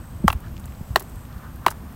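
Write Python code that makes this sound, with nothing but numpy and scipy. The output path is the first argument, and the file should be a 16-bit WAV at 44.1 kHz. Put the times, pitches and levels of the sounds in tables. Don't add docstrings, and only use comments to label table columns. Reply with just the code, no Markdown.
import sys
import numpy as np
from scipy import signal
from scipy.fft import rfft, irfft
from scipy.io import wavfile

SR = 44100
rng = np.random.default_rng(int(sys.argv[2]) if len(sys.argv) > 2 else 0)


def master_out(mix):
    frames = np.transpose(np.atleast_2d(mix))
    ceiling = np.clip(frames, -1, 1)
    pcm = np.round(ceiling * 32767).astype(np.int16)
    wavfile.write(sys.argv[1], SR, pcm)


def voltage_ratio(level):
    return 10 ** (np.asarray(level, float) / 20)


N = 85995
T = np.arange(N) / SR

# frequency in Hz, level in dB per Hz.
FIELD_COLOUR = [(110, 3), (180, 0), (251, -1), (277, -5.5), (318, -12.5), (504, -12.5), (1040, -13.5),
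                (2260, -26), (5000, -39), (6500, -54), (11000, -120)]
# time in seconds, level in dB.
FIELD_SWELL = [(0, -50.5), (.34, -48), (.45, -49.5), (.58, -49.5), (1.1, -49), (1.45, -50), (1.7, -48.5),
               (1.95, -49)]
# frequency in Hz, level in dB per Hz.
HISS_COLOUR = [(2350, -3), (4000, -7.5), (7230, -6.5), (7750, -7.5), (8550, -4), (10300, -11.5),
               (12500, -1), (14800, -5.5), (16000, -5.5)]
# time in seconds, level in dB.
HISS_SWELL = [(0.0, -59), (0.358, -59.5), (0.874, -57.5), (1.406, -58.5), (1.95, -59)]
# frequency in Hz, level in dB per Hz.
RUSTLE_COLOUR = [(500, 2), (800, -5), (1200, 11), (1800, 3.5), (2600, -21.5), (4000, -14)]
# time in seconds, level in dB.
RUSTLE_GUSTS = [(0, -52.5), (.06, -57), (.12, -68), (.40, -62), (.45, -49.5), (.52, -65), (.68, -53),
                (.8, -75), (1.1, -58), (1.2, -55), (1.27, -59), (1.33, -52), (1.47, -51), (1.55, -56.5),
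                (1.75, -57), (1.85, -55), (1.95, -57)]
# time in seconds, top pitch in Hz, fall of each chirp in Hz, level in dB.
TRILL = [(0, 8480, 750, -61), (.27, 8430, 750, -61), (.30, 8600, 500, -70), (.62, 8100, 500, -76),
         (.66, 8000, 850, -66), (.86, 8100, 900, -63), (1.03, 8450, 800, -60), (1.05, 8600, 1900, -62),
         (1.245, 8500, 1700, -61), (1.26, 8700, 400, -72), (1.95, 8800, 400, -70)]
# time in seconds, rate in chirps per second.
TRILL_RATE = [(0, 53.9), (.27, 53.9), (.28, 54.2), (.66, 54.2), (.67, 52.3), (1.035, 54.2), (1.045, 113),
              (1.25, 111), (1.26, 55)]
# time in seconds, level in dB.
WIND_GUSTS = [(0.0, -31), (0.038, -39), (0.228, -35), (0.26, -32), (0.33, -27.5), (0.368, -27.5),
              (0.396, -38.5), (0.548, -30), (0.646, -34), (0.782, -35.5), (0.824, -30.5), (0.878, -38.5),
              (0.912, -30.5), (1.042, -40.5), (1.374, -34), (1.412, -42.5), (1.504, -34.5), (1.95, -38)]
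# frequency in Hz, level in dB per Hz.
WIND_COLOUR = [(12, -53), (20, -8.5), (60, 5), (134, -5), (249, -14.5), (280, -36), (330, -11), (430, -56),
               (730, -120)]
# start in seconds, level
# in dB, pitch in Hz, length in cycles.
BUFFETS = [(0.147, -27, 95, 3.3), (0.203, -23.5, 110, 1), (0.2432, -7.5, 201, 3.08), (0.24, -17, 323, 4),
           (0.2419, -30.5, 513, 3.3), (0.256, -16.5, 77, 2.48), (0.293, -18.5, 84.4, 1.55),
           (0.347, -18, 68.5, 1.93), (0.516, -32, 205, 1.7), (0.8094, -22.5, 158, 1.45),
           (0.819, -28, 53, 0.55), (0.9054, -21, 98, 1.8), (1.661, -29.5, 180, 3.7)]
# start in seconds, level in dB, length in seconds,
# lowest and highest frequency in Hz.
CRUMBS = [(0.275, -39, 0.0042, 2000, 15000), (0.317, -33, 0.0046, 10700, 17000),
          (.3274, -33, 0.00091, 3500, 17000), (0.3283, -32, 0.0065, 9200, 16800),
          (.4040, -44, 0.0033, 9150, 17000), (0.427, -43, .002, 2200, 3200),
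          (0.439, -39, 0.0022, 1400, 3000), (0.445, -42, 0.0017, 2200, 3600), (.4520, -38, .006, 800, 1300),
          (.4530, -43, .0015, 2200, 4000), (0.464, -36, 0.0022, 1300, 3600),
          (0.472, -49, .0015, 1500, 6500), (.4825, -45, .0015, 2200, 6000), (0.562, -44, .0012, 2500, 4800),
          (.5675, -37, 0.0016, 2200, 5000), (0.5792, -31.5, 0.00058, 1600, 5470),
          (0.597, -44.5, 0.0082, 7000, 17000), (0.642, -33.5, 0.0018, 2600, 4160),
          (0.653, -33, 0.0018, 900, 2000), (.6572, -31.5, 0.00064, 5000, 18200),
          (.6572, -31, .002, 500, 1500), (.6572, -42, .001, 1500, 3500), (.6770, -38, .0015, 2800, 4000),
          (.6810, -34, 0.0026, 1100, 2200), (0.694, -43, .0015, 2300, 4500),
          (0.75, -44, 0.0016, 3200, 4800), (0.7225, -37, 0.0015, 1700, 3200),
          (0.9965, -33, 0.001, 2200, 9000), (0.997, -29.5, 0.0076, 10000, 17000),
          (1.0004, -37, 0.0022, 3000, 9300), (1.004, -32, .0015, 6000, 17000),
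          (1.024, -38, 0.0012, 5000, 17000), (1.025, -37, 0.0044, 9000, 17000),
          (1.097, -44.5, .004, 8900, 17000), (1.158, -44, .004, 9050, 16800),
          (1.253, -40, 0.00082, 1500, 4480), (1.3275, -43, 0.0015, 2200, 6500),
          (1.3820, -42, 0.001, 600, 4200), (1.559, -40, 0.0036, 11200, 17000),
          (1.7038, -31.5, 0.0076, 5000, 17000), (1.714, -39.5, 0.0074, 6200, 17000),
          (1.925, -44.5, 0.0045, 8900, 14000)]
# time in seconds, level in dB,
# grit in dB against that level, brightness in dB per octave.
SLAPS = [
    [(.2797, -15, 2, -5), (.2803, 2.5, -15, -17.5), (.2812, 2, -10.5, -18.5), (.2828, -3.5, -10.5, -14.5),
     (.3020, -19.5, -16, 9.5), (.3029, -25.5, -24, 7), (.3038, -17, -23, 6), (.3050, -20.5, 0, -21),
     (.3275, -30, -17, 9.5), (.3287, -40.5, -11, 13.5), (.3300, -19.5, -3, -4)],
    [(.9590, -5.5, -2.5, 4), (.9597, -10, 1, 7.5), (.9607, -6, -8, -2.5), (.9617, -9, -10, -1),
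     (.9626, -9.5, -24, -5), (.9655, -29, -30, 11), (.9770, -42, -14, -9.5), (1.0070, -37.5, 1, 5),
     (1.0095, -30, -3, -2.5), (1.0200, -36.5, -1, -6)],
    [(1.6636, -19, 3.5, 4), (1.6644, -8, 0.5, 0), (1.6653, -6, -7.5, -7.5), (1.6663, -4, -11, -9.5),
     (1.6750, -41, -8, -19), (1.6815, -36, 17, 18), (1.6828, -25, 4.5, 14), (1.6846, -17.5, -32, -1),
     (1.7125, -31, -3, 1.5), (1.7150, -35.5, 1, -4), (1.7235, -39, 1, -2)],
]
# frequency in Hz, level in dB, fall by 60 dB in seconds.
SOLES = [
    [(575, -15.5, 0.014), (916, -3.5, 0.0084), (1118, -7.5, 0.02), (1333, -3.5, 0.0147), (1900, -10, 0.01),
     (2660, -8, 0.013), (3370, -36, 0.012), (4400, -53, 0.0068), (5150, -45, 0.0042)],
    [(381, -1, 0.033), (810, 0, 0.0084), (1023, -2, 0.0079), (1486, -12, 0.0093), (1840, -10.5, 0.028),
     (2740, -8.5, 0.004), (3860, -4, 0.0029)],
    [(376, -13, 0.031), (800, -5, 0.0055), (993, 2.5, 0.011), (1300, 0, 0.013), (1450, -7, 0.015),
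     (1720, -27, 0.014), (2200, -41, 0.007), (2870, -17, 0.014), (4000, -29, 0.014)],
]
# start in seconds, length in seconds.
PRESSED = [
    (.2860, .012),
    (.9636, .016),
    (1.6680, .012),
]
# frequency in Hz, level in dB per Hz.
GRIT_COLOUR = [(500, 21), (2000, 4.5), (4000, -3.5), (6000, -5.5), (10000, -9.5), (13000, -8), (16000, -13)]

TRILL_START_TURNS, CHIRP_SHARE = .38, .72
CRUMBS_PER_S = 13000
CONTACT_HZ = 5000
CHOKE_DB, CHOKE_S = -7, .0008
GRIT_T60_S, SPRAY_T60_S, SPRAY_DB = 0.0054, 0.065, -19
TICK = 1.2
HOLLOW_HZ = 530
RADIATES_ABOVE_HZ = 650
FULL_SCALE = .9
CUTOFF_HZ, TOP_LEAK_DB = 15800, -27


def rms_one(x):
    return x / np.sqrt(np.mean(x ** 2) + 1e-20)


def in_time(rows):
    s, *columns = np.transpose(rows)
    return [np.interp(T, s, c) for c in columns]


def drift(rate):
    r = np.exp(-2 * np.pi * rate / SR)
    noise = rng.standard_normal(N + SR)
    return rms_one(signal.lfilter([1], [1, -2 * r, r * r], noise)[SR:])


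def bandpass(x, low_hz, high_hz):
    return signal.sosfilt(signal.butter(2, [low_hz, high_hz], "band", fs=SR, output="sos"), x)


def coloured(spectrum, patchy_db, rate):
    hz, db = np.transpose(spectrum)
    bands = int(3 * np.log2(hz[-1] / hz[0])) + 1
    edges = np.geomspace(hz[0], min(hz[-1], .45 * SR), bands + 1)
    white = rng.standard_normal((2, N + 8000))
    together = drift(rate / 2)
    out = 0
    for k, (low, high) in enumerate(zip(edges, edges[1:])):
        band = bandpass(white[k % 2], low, high)[8000:]
        out = out + band * voltage_ratio(patchy_db * (.7 * together + drift(rate)))
    bins = np.arange(N // 2 + 1) * SR / N + 1
    colour_db = np.interp(np.log(bins), np.log(hz), db)
    return rms_one(irfft(rfft(out) * voltage_ratio(colour_db), N))


def ring(clicks, hz, t60):
    r, w = voltage_ratio(-60 / (t60 * SR)), 2 * np.pi * hz / SR
    return signal.lfilter([0, np.sin(w)], [1, -2 * r * np.cos(w), r * r], clicks + 1e-18)


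def fade(clicks, t60):
    return signal.lfilter([1], [1, -voltage_ratio(-60 / (t60 * SR))], clicks + 1e-18)


def far_fields():
    level_db, = in_time(FIELD_SWELL)
    return voltage_ratio(level_db + 5.5) * coloured(FIELD_COLOUR, patchy_db=0.2, rate=8.0)


def grass_hiss():
    level_db, = in_time(HISS_SWELL)
    return voltage_ratio(level_db + 2) * coloured(HISS_COLOUR, patchy_db=.4, rate=25)


def grass_rustle():
    level_db, = in_time(RUSTLE_GUSTS)
    return voltage_ratio(level_db) * coloured(RUSTLE_COLOUR, patchy_db=4.5, rate=39)


def insect():
    rate, = in_time(TRILL_RATE)
    top_hz, fall_hz, db = in_time(TRILL)
    turns = np.cumsum(rate) / SR + TRILL_START_TURNS
    age = np.clip((turns % 1) / CHIRP_SHARE, 0, 1)
    waver_hz = 40 * drift(60) + 120 * drift(600)
    pitch_hz = top_hz - fall_hz * age ** 1.7 + waver_hz
    tone = np.sin(2 * np.pi * np.cumsum(pitch_hz) / SR)
    swell = np.sin(np.pi * age ** .8) ** .7
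    return voltage_ratio(db + 6 + 1.3 * drift(30)) * swell * tone


def wind():
    gust_db, = in_time(WIND_GUSTS)
    out = voltage_ratio(gust_db - 2.0) * coloured(WIND_COLOUR, patchy_db=1.5, rate=6.1)
    for s, level_db, hz, cycles in BUFFETS:
        turn = np.clip((T - s) * hz, 0, cycles)
        swell = np.sin(np.pi * (turn / cycles) ** 0.72)
        pressure = np.sin(2 * np.pi * turn * (1.05 - 0.1 * turn / cycles) - .6)
        out += voltage_ratio(level_db) * swell * pressure
    return out


def crumbs():
    lands = rng.random(N) < CRUMBS_PER_S / SR
    weight = voltage_ratio(2.0 * rng.exponential(1, N).clip(0, 4))
    grains = rms_one(lands * rng.standard_normal(N) * weight)
    out = np.zeros(N)
    for s, db, length, low_hz, high_hz in CRUMBS:
        shower = grains * (T >= s) * np.exp(-((T - s) / length) ** 2)
        shower[int(s * SR)] = 4.0
        out += voltage_ratio(db) * bandpass(shower + 1e-18, low_hz, high_hz)
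    return out


def choke(ringing):
    for s, length in PRESSED:
        corners = [s, s + CHOKE_S, s + CHOKE_S + length, s + 2 * CHOKE_S + length]
        ringing = ringing * voltage_ratio(CHOKE_DB * np.interp(T, corners, [0, 1, 1, 0]))
    return ringing


def mud(cracks):
    envelope = fade(cracks, GRIT_T60_S) + voltage_ratio(SPRAY_DB) * fade(cracks, SPRAY_T60_S)
    return coloured(GRIT_COLOUR, patchy_db=0.5, rate=275) * envelope + TICK * np.diff(cracks, prepend=0)


def slaps():
    puff, ringing, cracks = np.zeros(N), np.zeros(N), np.zeros(N)
    soft = np.exp(-2 * np.pi * CONTACT_HZ / SR)
    for contacts, modes in zip(SLAPS, SOLES):
        s, db, grit_db, bright_db = np.transpose(contacts)
        at = (s * SR).astype(int)
        scatter_db = rng.normal(0, 1, (len(s), len(modes)))
        cracks[at] = voltage_ratio(db + grit_db)
        for k, (hz, mode_db, t60) in enumerate(modes):
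            tilt_db = bright_db * np.log2(hz / 1000)
            clicks = np.zeros(N)
            clicks[at] = voltage_ratio(db + mode_db + scatter_db[:, k] + tilt_db)
            if k == 0:
                puff += ring(ring(clicks, hz, t60), hz, t60 / 2) * hz / SR
            else:
                softened = signal.lfilter([1 - soft], [1, -soft], clicks)
                ringing += ring(softened, hz, t60)
    soles = choke(ringing) + mud(cracks)
    soles = signal.lfilter(*signal.iirnotch(HOLLOW_HZ, 2.5, fs=SR), soles)
    no_bass = signal.butter(2, RADIATES_ABOVE_HZ, "high", fs=SR, output="sos")
    return puff + signal.sosfilt(no_bass, soles)


def scene():
    background = far_fields() + grass_hiss() + grass_rustle() + insect()
    return (background + wind() + crumbs() + slaps())[None]


def top_cut(x):
    return signal.sosfilt(signal.butter(12, 17030, fs=SR, output="sos"), x)


def record(dry):
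    x = np.clip(1.65 * np.tanh(dry / 1.564), -FULL_SCALE, FULL_SCALE)
    treble_cut = signal.ellip(8, .5, -TOP_LEAK_DB, CUTOFF_HZ, fs=SR, output="sos")
    x = signal.sosfilt(treble_cut, x)
    return top_cut(x)


dry = scene()
out = record(dry)
master_out(out)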